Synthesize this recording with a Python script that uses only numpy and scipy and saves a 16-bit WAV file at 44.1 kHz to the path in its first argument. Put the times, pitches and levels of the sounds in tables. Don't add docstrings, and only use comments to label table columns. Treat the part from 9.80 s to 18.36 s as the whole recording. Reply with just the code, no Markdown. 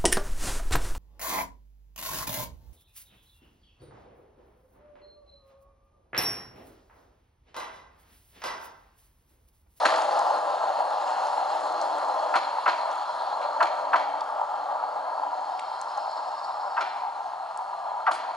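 import sys
import numpy as np
from scipy import signal
from scipy.fft import rfft, irfft
from scipy.io import wavfile

SR = 44100
rng = np.random.default_rng(int(sys.argv[2]) if len(sys.argv) > 2 else 0)


def inscribe(sig):
    pcm = np.round(np.clip(np.atleast_2d(sig).T, -1, 1) * 32767)
    wavfile.write(sys.argv[1], SR, pcm.astype(np.int16))


N = 377496
TIME = np.arange(N) / SR


def from_db(db):
    return 10 ** (np.asarray(db) / 20)

def rms_one(x):
    return x / np.sqrt(np.mean(x ** 2) + 1e-20)

def in_time(points):
    return np.interp(TIME, *np.transpose(points))

def per_bin(points):
    hz, value = np.transpose(points)
    return np.interp(np.log(np.fft.rfftfreq(N, 1 / SR) + 1), np.log(hz), value)

def passage(start, end, edge_s):
    return np.clip(np.minimum(TIME - start, end - TIME) / edge_s + .5, 0, 1)

def add(out, s, sound):
    at = max(round(s * SR), 0)
    out[at:at + len(sound)] += sound[:N - at]

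def drift(per_s, hop=40):
    pole = np.exp(-2 * np.pi * per_s * hop / SR)
    noise = rng.standard_normal(N // hop + 2002)
    slow = signal.lfilter([1], [1, -2 * pole, pole * pole], noise)[2000:]
    return np.interp(np.arange(N) / hop, np.arange(len(slow)), rms_one(slow))

def low_pass(x, hz, order=2):
    return signal.sosfilt(signal.butter(order, min(hz, .45 * SR), fs=SR, output="sos"), x)

def resonate(x, hz, width):
    radius = np.exp(-np.pi * width / SR)
    gain = (1 - radius ** 2) / 2
    section = [gain, 0, -gain, 1, -2 * radius * np.cos(2 * np.pi * hz / SR), radius ** 2]
    return signal.sosfilt([section] * 2, x + 1e-18)

def rubbed(modes, force):
    return sum(from_db(db) * resonate(force * rng.standard_normal(len(force)), hz, width)
               for hz, width, db in modes)

def wandering(modes, force, waver_db, per_s):
    return rms_one(sum(rubbed([mode], force * from_db(waver_db * drift(per_s))) for mode in modes))

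def gliding(x, pitch_share, per_s):
    at = np.arange(N)
    return np.interp((at + np.cumsum(pitch_share * drift(per_s))) % N, at, x)

def jolt(modes, length_s, damping=0.0, uneven_db=0.0, attack_s=.0004, bounces_per_s=130):
    t = np.arange(SR // 2) / SR
    bounces = from_db(uneven_db * np.clip(drift(bounces_per_s)[:len(t)], -2, 2))
    swell = (1 - np.exp(-t / attack_s)) * bounces
    burst = np.zeros(len(t))
    for hz, width, db in modes:
        decay = np.exp(-(t / length_s * (hz / 1000) ** damping) ** 2)
        burst += rubbed([(hz, width, db)], swell * decay)
    return burst / np.sqrt(np.sum(burst ** 2) / (length_s * SR))


# (frequency [Hz], relative density [dB])
AIR_SPECTRUM = [(20, -5), (45, 0), (80, 4.5), (150, 4), (250, 5), (500, 9), (1500, -2), (3000, 3.5),
                (6000, -5), (11000, -10)]
def still_air(level_db=-61):
    spectrum = rfft(rng.standard_normal(N)) * from_db(per_bin(AIR_SPECTRUM))
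    return from_db(level_db) * rms_one(irfft(spectrum, N))

def trunk_echoes(x, t60_s=0.99, build_s=0.0016, leaves_hz=4500, uneven_db=5.0):
    t = np.arange(SR) / SR
    swarm = rng.standard_normal(SR) * from_db(uneven_db * rng.standard_normal(SR))
    envelope = (1 - np.exp(-t / build_s)) * from_db(-60 * t / t60_s)
    echoes = low_pass(swarm * envelope, leaves_hz)
    return signal.fftconvolve(x, echoes / np.sqrt(np.sum(echoes ** 2)))[:N]

# (frequency [Hz], left lead [rad])
LEFT_LEAD = [(0, 0), (340, 0.7), (1640, 0.96), (2150, 0.93), (2930, 0.72), (4050, 0.21), (5430, 0.66),
             (8350, 0.5), (11000, -0.0), (11800, 0.4)]
# (frequency [Hz], left over right [dB])
LEFT_LEVEL = [(100, -0.5), (350, 3), (620, 2.5), (1120, .5), (2010, 2.5), (3620, -1.5), (6500, 1.5),
              (11000, 0.5)]
# (frequency [Hz], coherence [0..1])
COHERENCE = [(120, .82), (300, .96), (600, .99), (1200, .985), (2500, .89), (4500, .93), (10000, .88)]
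def microphone(x):
    sides = np.array([[1], [-1]])
    port = from_db(sides * per_bin(LEFT_LEVEL) / 2) * np.exp(sides * .5j * per_bin(LEFT_LEAD))
    direct = rfft(x) * port / np.abs(port.mean(axis=0))
    diffuse = rfft(trunk_echoes(x, t60_s=.35, build_s=.002, leaves_hz=15000))
    alike = per_bin(COHERENCE)
    return irfft(direct + sides * diffuse * np.sqrt((1 - alike) / (1 + alike)), N)

def along_track(s, start_m=0.6, speed_m_per_s=1.85):
    return start_m + speed_m_per_s * s

def distance_db(trackside_m=5.0):
    return -20 * np.log10((trackside_m + along_track(TIME)) / (trackside_m + along_track(0)))

# (start [s], end [s], frequency [Hz], width [Hz], level [dB])
SUNG_TONES = [(3.35, 5.7, 288, 13, -65.5), (1.9, 4.0, 3365, 60, -63), (4.0, 4.5, 3200, 70, -60),
              (4.5, 6.3, 3171, 55, -68.5), (7.8, 8.5, 3190, 55, -70)]
def singing():
    out = np.zeros(N)
    for start, end, hz, width, db in SUNG_TONES:
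        tone = wandering([(hz, width, 0)], np.ones(N), waver_db=3.0, per_s=4)
        out += from_db(db) * passage(start, end, edge_s=.2) * tone
    return out

# (frequency [Hz], width [Hz], level [dB])
FLANGE_RESONANCES = [(3750, 250, 0), (4414, 130, 11), (4850, 240, 5.5), (5175, 150, 9), (5500, 220, 0),
                     (6740, 300, -19), (7440, 800, -9), (9450, 810, -17)]
def flange(level_db=-56, waver_db=2.0):
    bend = passage(5.73, 7.16, edge_s=0.47)
    pressure = from_db(waver_db * drift(per_s=25))
    return from_db(level_db) * bend * rms_one(rubbed(FLANGE_RESONANCES, pressure))

# (time [s], level [dB], frequency [Hz], length [s])
SHORT_SNAPS = [(0.138, -30, 1520, 0.0056), (0.158, -36, 3600, 0.0074), (0.219, -41, 4800, 0.0045),
               (0.391, -39, 4950, 0.0037), (1.469, -43, 4240, 0.0051), (2.014, -38.5, 4700, 0.0037),
               (3.113, -49, 5500, 0.0037), (3.613, -49, 2400, 0.038), (4.407, -41, 3780, 0.0045),
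               (5.793, -37, 2380, 0.0031), (5.796, -45, 6760, 0.0021), (6.014, -37.5, 7640, 0.0019),
               (6.174, -49.5, 5500, .004), (7.774, -41, 7540, 0.0017), (8.33, -52.5, 7850, 0.042)]
def ticks(relative_width=0.78):
    out = np.zeros(N)
    for s, db, hz, length_s in SHORT_SNAPS:
        add(out, s, from_db(db) * jolt([(hz, relative_width * hz, 0)], length_s))
    return out

# (time [s], peak level [dB])
RAIL_PITS = [(0.505, -14.5), (1.319, -16), (2.784, -17.5), (3.559, -17.5), (4.416, -22), (4.614, -18),
             (5.036, -18.5), (5.434, -22), (5.915, -22), (7.790, -22)]
def pits():
    ring = resonate(signal.unit_impulse(SR // 10), hz=880, width=170)
    bump = low_pass(ring, hz=1700, order=4)
    out = np.zeros(N)
    for s, db in RAIL_PITS:
        add(out, s, from_db(db) * bump / np.abs(bump).max())
    return out

# (frequency [Hz], width [Hz], level [dB])
BOOM_RESONANCES = [(301, 43, -0.5), (358.6, 120, -1.5)]
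# (time [s], level [dB])
BOOM_LEVEL = [(0, -49), (0.6, -55), (1.1, -60), (1.7, -57.5), (2.0, -50), (2.4, -56.5), (2.75, -63),
              (3.8, -62.5), (4.6, -65.5), (6.0, -66.5), (8.5, -75)]
def deck_boom(bumps):
    return from_db(in_time(BOOM_LEVEL)) * rms_one(rubbed(BOOM_RESONANCES, bumps))

# (frequency [Hz], width [Hz], level [dB])
WHEEL_RESONANCES = [(4194, 180, 2.5), (4240, 130, -5.5), (4460, 200, -1.5)]
# (time [s], level [dB])
RING_LEVEL = [(0, -43.5), (0.7, -53), (1.25, -50), (1.7, -50.5), (2.6, -51.5), (3.7, -50.5), (4.1, -55.5),
              (4.5, -61), (5.05, -56.5), (5.45, -59), (5.7, -56), (6.2, -54), (6.8, -59), (7.6, -62),
              (8.5, -58.5)]
def wheel_ring(grit):
    ring = wandering(WHEEL_RESONANCES, grit, waver_db=1.7, per_s=7)
    return from_db(in_time(RING_LEVEL)) * gliding(ring, pitch_share=.0055, per_s=7)

# (frequency [Hz], width [Hz], level [dB])
SAND_BAND = [(7000, 3300, 0)]
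def sand(grains_per_s=60, spread_db=6.0):
    sizes = from_db(-spread_db * np.clip(rng.standard_normal(N), -2, 2))
    crushed = rng.random(N) < grains_per_s / SR
    return rms_one(rubbed(SAND_BAND, sizes * crushed))

# (frequency [Hz], width [Hz], level [dB])
TREAD_RESONANCES = [(1637, 440, 10), (2110, 310, -6), (2756, 700, 2), (3247, 330, 2.5), (3690, 660, 2.5),
                    (4300, 800, -3.5), (4965, 530, 0.5), (5320, 400, -3.5), (5740, 600, -7.5),
                    (6370, 380, -5), (6690, 180, -3), (6880, 350, -7), (7480, 470, -6), (8100, 390, -11),
                    (9060, 1100, -12.5), (9820, 210, -8.5), (10240, 370, -13.5), (10780, 180, -9.5)]
# (start [s], end [s], loss [dB])
TRUNK_SHADOWS = [(0.412, 1.157, 4.5), (4.02, 5.51, 3), (7.2, 8.5, 1)]
def tread_hiss(grit, base_db=-40, distance_power=1.65):
    hiss = wandering(TREAD_RESONANCES, grit, waver_db=1.8, per_s=6) + from_db(-23) * sand()
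    shade_db = sum(loss * passage(start, end, edge_s=0.32) for start, end, loss in TRUNK_SHADOWS)
    return from_db(base_db + distance_power * distance_db() - shade_db) * hiss

# (frequency [Hz], width [Hz], level [dB])
DECK_RESONANCES = [(209, 570, -29.5), (392, 140, -22.5), (506, 64, -4.5), (584.3, 61, 2), (625, 103, 4)]
def deck_rumble(bumps, rough_db, base_db=-29, distance_power=2.005):
    level_db = base_db + distance_power * distance_db() + 1.73 * rough_db
    return from_db(level_db) * rms_one(rubbed(DECK_RESONANCES, bumps))

# (frequency [Hz], width [Hz], level [dB])
RAIL_RESONANCES = [(668, 96, -5.5), (754.3, 69, 2), (822, 54, 2), (882.6, 57, 0.5), (953, 70.5, 1.5),
                   (1033, 57, -4), (1170, 165, -7), (1343, 180, -10.5), (1635, 81, -18), (1872, 55, -27),
                   (2130, 380, -34.5)]
def rail_roar(bumps, rough_db, base_db=-25, distance_power=0.8):
    roar = wandering(RAIL_RESONANCES, bumps, waver_db=1.5, per_s=1.46)
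    level_db = base_db + distance_power * distance_db() + 0.46 * rough_db
    return from_db(level_db) * gliding(roar, pitch_share=.008, per_s=2)

# (time [s], relative roughness [dB])
RAIL_ROUGHNESS = [(0.0, -0.5), (1.3, -1.15), (2.4, 2.5), (2.9, -2.5), (3.1, 2.7), (3.2, -6.5), (3.3, -1),
                  (3.6, 3), (4.2, 4), (4.4, 0.7), (4.6, 2), (5.2, 3.5), (5.6, 1.5), (5.8, 0), (6.5, 2),
                  (6.6, -1), (6.9, 3.5), (7.0, -2.5), (8.5, 1)]
def rolling(bump_db=1.0, grit_db=0.5):
    rough_db = in_time(RAIL_ROUGHNESS)
    bumps = from_db(bump_db * drift(per_s=22))
    grit = np.sqrt(bumps) * from_db(grit_db * drift(per_s=90))
    return (rail_roar(bumps, rough_db) + tread_hiss(grit) + deck_rumble(bumps, rough_db)
            + deck_boom(bumps) + wheel_ring(grit))

def chime(hz, split_hz=64, twin_db=-15.5, rise_s=.005, t60_s=.24):
    t = np.arange(SR // 2) / SR
    twin = from_db(twin_db) * np.sin(2 * np.pi * ((hz + split_hz) * t + rng.random()))
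    pair = rms_one(np.sin(2 * np.pi * hz * t) + twin)
    return pair * (1 - np.exp(-t / rise_s)) * from_db(-60 * t / t60_s)

# (frequency [Hz], width [Hz], level [dB])
METAL_RESONANCES = [(358, 330, -1.5), (1410, 1120, 6), (2270, 350, 3), (2680, 250, -1), (3200, 610, 1),
                    (3600, 730, -4), (4177, 180, 7.5), (4560, 380, -2), (4610, 450, -2.5),
                    (5360, 230, -2.5), (5900, 3700, -10.5), (6680, 110, -5), (7650, 1500, -22),
                    (9600, 420, -10.5), (9500, 220, -7), (10200, 1200, -12)]
def clatter(length_s, settling_s, top_hz, rise_s=.002):
    lift = jolt(METAL_RESONANCES, length_s, attack_s=rise_s)
    settling = jolt(METAL_RESONANCES, settling_s, uneven_db=4.5, attack_s=rise_s)
    return low_pass(lift + from_db(-9) * settling, top_hz)

# (frequency [Hz], width [Hz], level [dB])
AXLE_RESONANCES = [(125, 210, -27), (338, 64, -4)]
def thump(length_s):
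    return jolt(AXLE_RESONANCES, length_s)

# (frequency [Hz], width [Hz], level [dB])
CLACK_RESONANCES = [(326, 160, -21), (637, 156, -1), (754, 150, 1), (967, 330, 2), (1165, 160, -5),
                    (1340, 220, -0.5), (1587, 170, -5), (1900, 500, -16.5), (2630, 190, -14.5),
                    (2930, 250, -20), (3450, 290, -24.5), (4410, 340, -17)]
def clack(centre_hz, length_s, off_centre_db=5.5):
    struck = [(hz, width, db - off_centre_db * np.log2(hz / centre_hz) ** 2)
              for hz, width, db in CLACK_RESONANCES]
    return jolt(struck, length_s, damping=.25)

def through_rail(knock, metres, fastest_hz=1350, fastest_m_per_s=640):
    hz = np.clip(np.fft.rfftfreq(len(knock), 1 / SR), 300, fastest_hz)
    travel_s = metres / (fastest_m_per_s * np.sqrt(hz / fastest_hz))
    phase = 2 * np.pi * np.cumsum(travel_s - travel_s.min()) * SR / len(knock)
    return irfft(rfft(knock) * np.exp(-1j * phase), len(knock))

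# (time [s], knock [dB], knock length [s], knock centre [Hz], thud [dB], thud centre [Hz], thump [dB],
#  clatter [dB], clatter length [s], clatter top [Hz], settling [s], chime [dB], chime pitch [Hz])
RAIL_JOINTS = [(0.05, -18.5, 0.017, 2200, -39, 1040, -58, -25, 0.016, 8850, 0.11, -44, 4180),
               (2.538, -20.5, 0.017, 1590, -21.5, 1160, -46, -29.5, 0.012, 7040, 0.075, -38, 4190),
               (2.858, -20.5, 0.017, 1580, -20.5, 1330, -50, -33, 0.042, 4800, 0.12, -44, 4180),
               (3.803, -18, 0.022, 1410, -29, 950, -46, -30.5, 0.008, 7000, 0.056, -46, 4160),
               (4.131, -16, 0.02, 1300, -25, 900, -50.5, -33.5, 0.013, 5960, 0.088, -47, 3310),
               (6.966, -26, 0.045, 1570, -29.5, 890, -57, -34.5, 0.015, 5500, 0.071, -45.5, 2415),
               (8.264, -19.5, 0.033, 1400, -28, 900, -74, -37, 0.014, 10500, 0.069, -47, 4220)]
def joints(thud_s=0.024, sound_m_per_s=343):
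    dull, bright = np.zeros(N), np.zeros(N)
    for (s, knock_db, knock_s, knock_hz, thud_db, thud_hz, thump_db,
         clatter_db, clatter_s, top_hz, settling_s, chime_db, chime_hz) in RAIL_JOINTS:
        metres = along_track(s)
        by_air = s + metres / sound_m_per_s
        add(dull, s, from_db(knock_db) * through_rail(clack(knock_hz, knock_s), metres))
        add(dull, by_air, from_db(thud_db) * clack(thud_hz, thud_s))
        add(dull, by_air, from_db(thump_db) * thump(thud_s))
        add(bright, by_air, from_db(clatter_db) * clatter(clatter_s, settling_s, top_hz))
        add(bright, by_air, from_db(chime_db) * chime(chime_hz))
    return dull, bright


def scene(near_echo_db=-17.5, far_echo_db=-4.0):
    knocks, rattle = joints()
    snaps = ticks()
    scattered = trunk_echoes(rattle + from_db(-14) * knocks + from_db(-2.5) * snaps)
    echo = from_db(np.linspace(near_echo_db, far_echo_db, N)) * scattered
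    air = still_air()
    cart = rolling() + singing() + pits() + flange() + knocks + rattle + snaps
    return microphone(air + echo + cart)

def record(dry):
    return signal.sosfilt(signal.ellip(12, .1, 80, 11150, fs=SR, output="sos"), dry)


dry = scene()
out = record(dry)
inscribe(out)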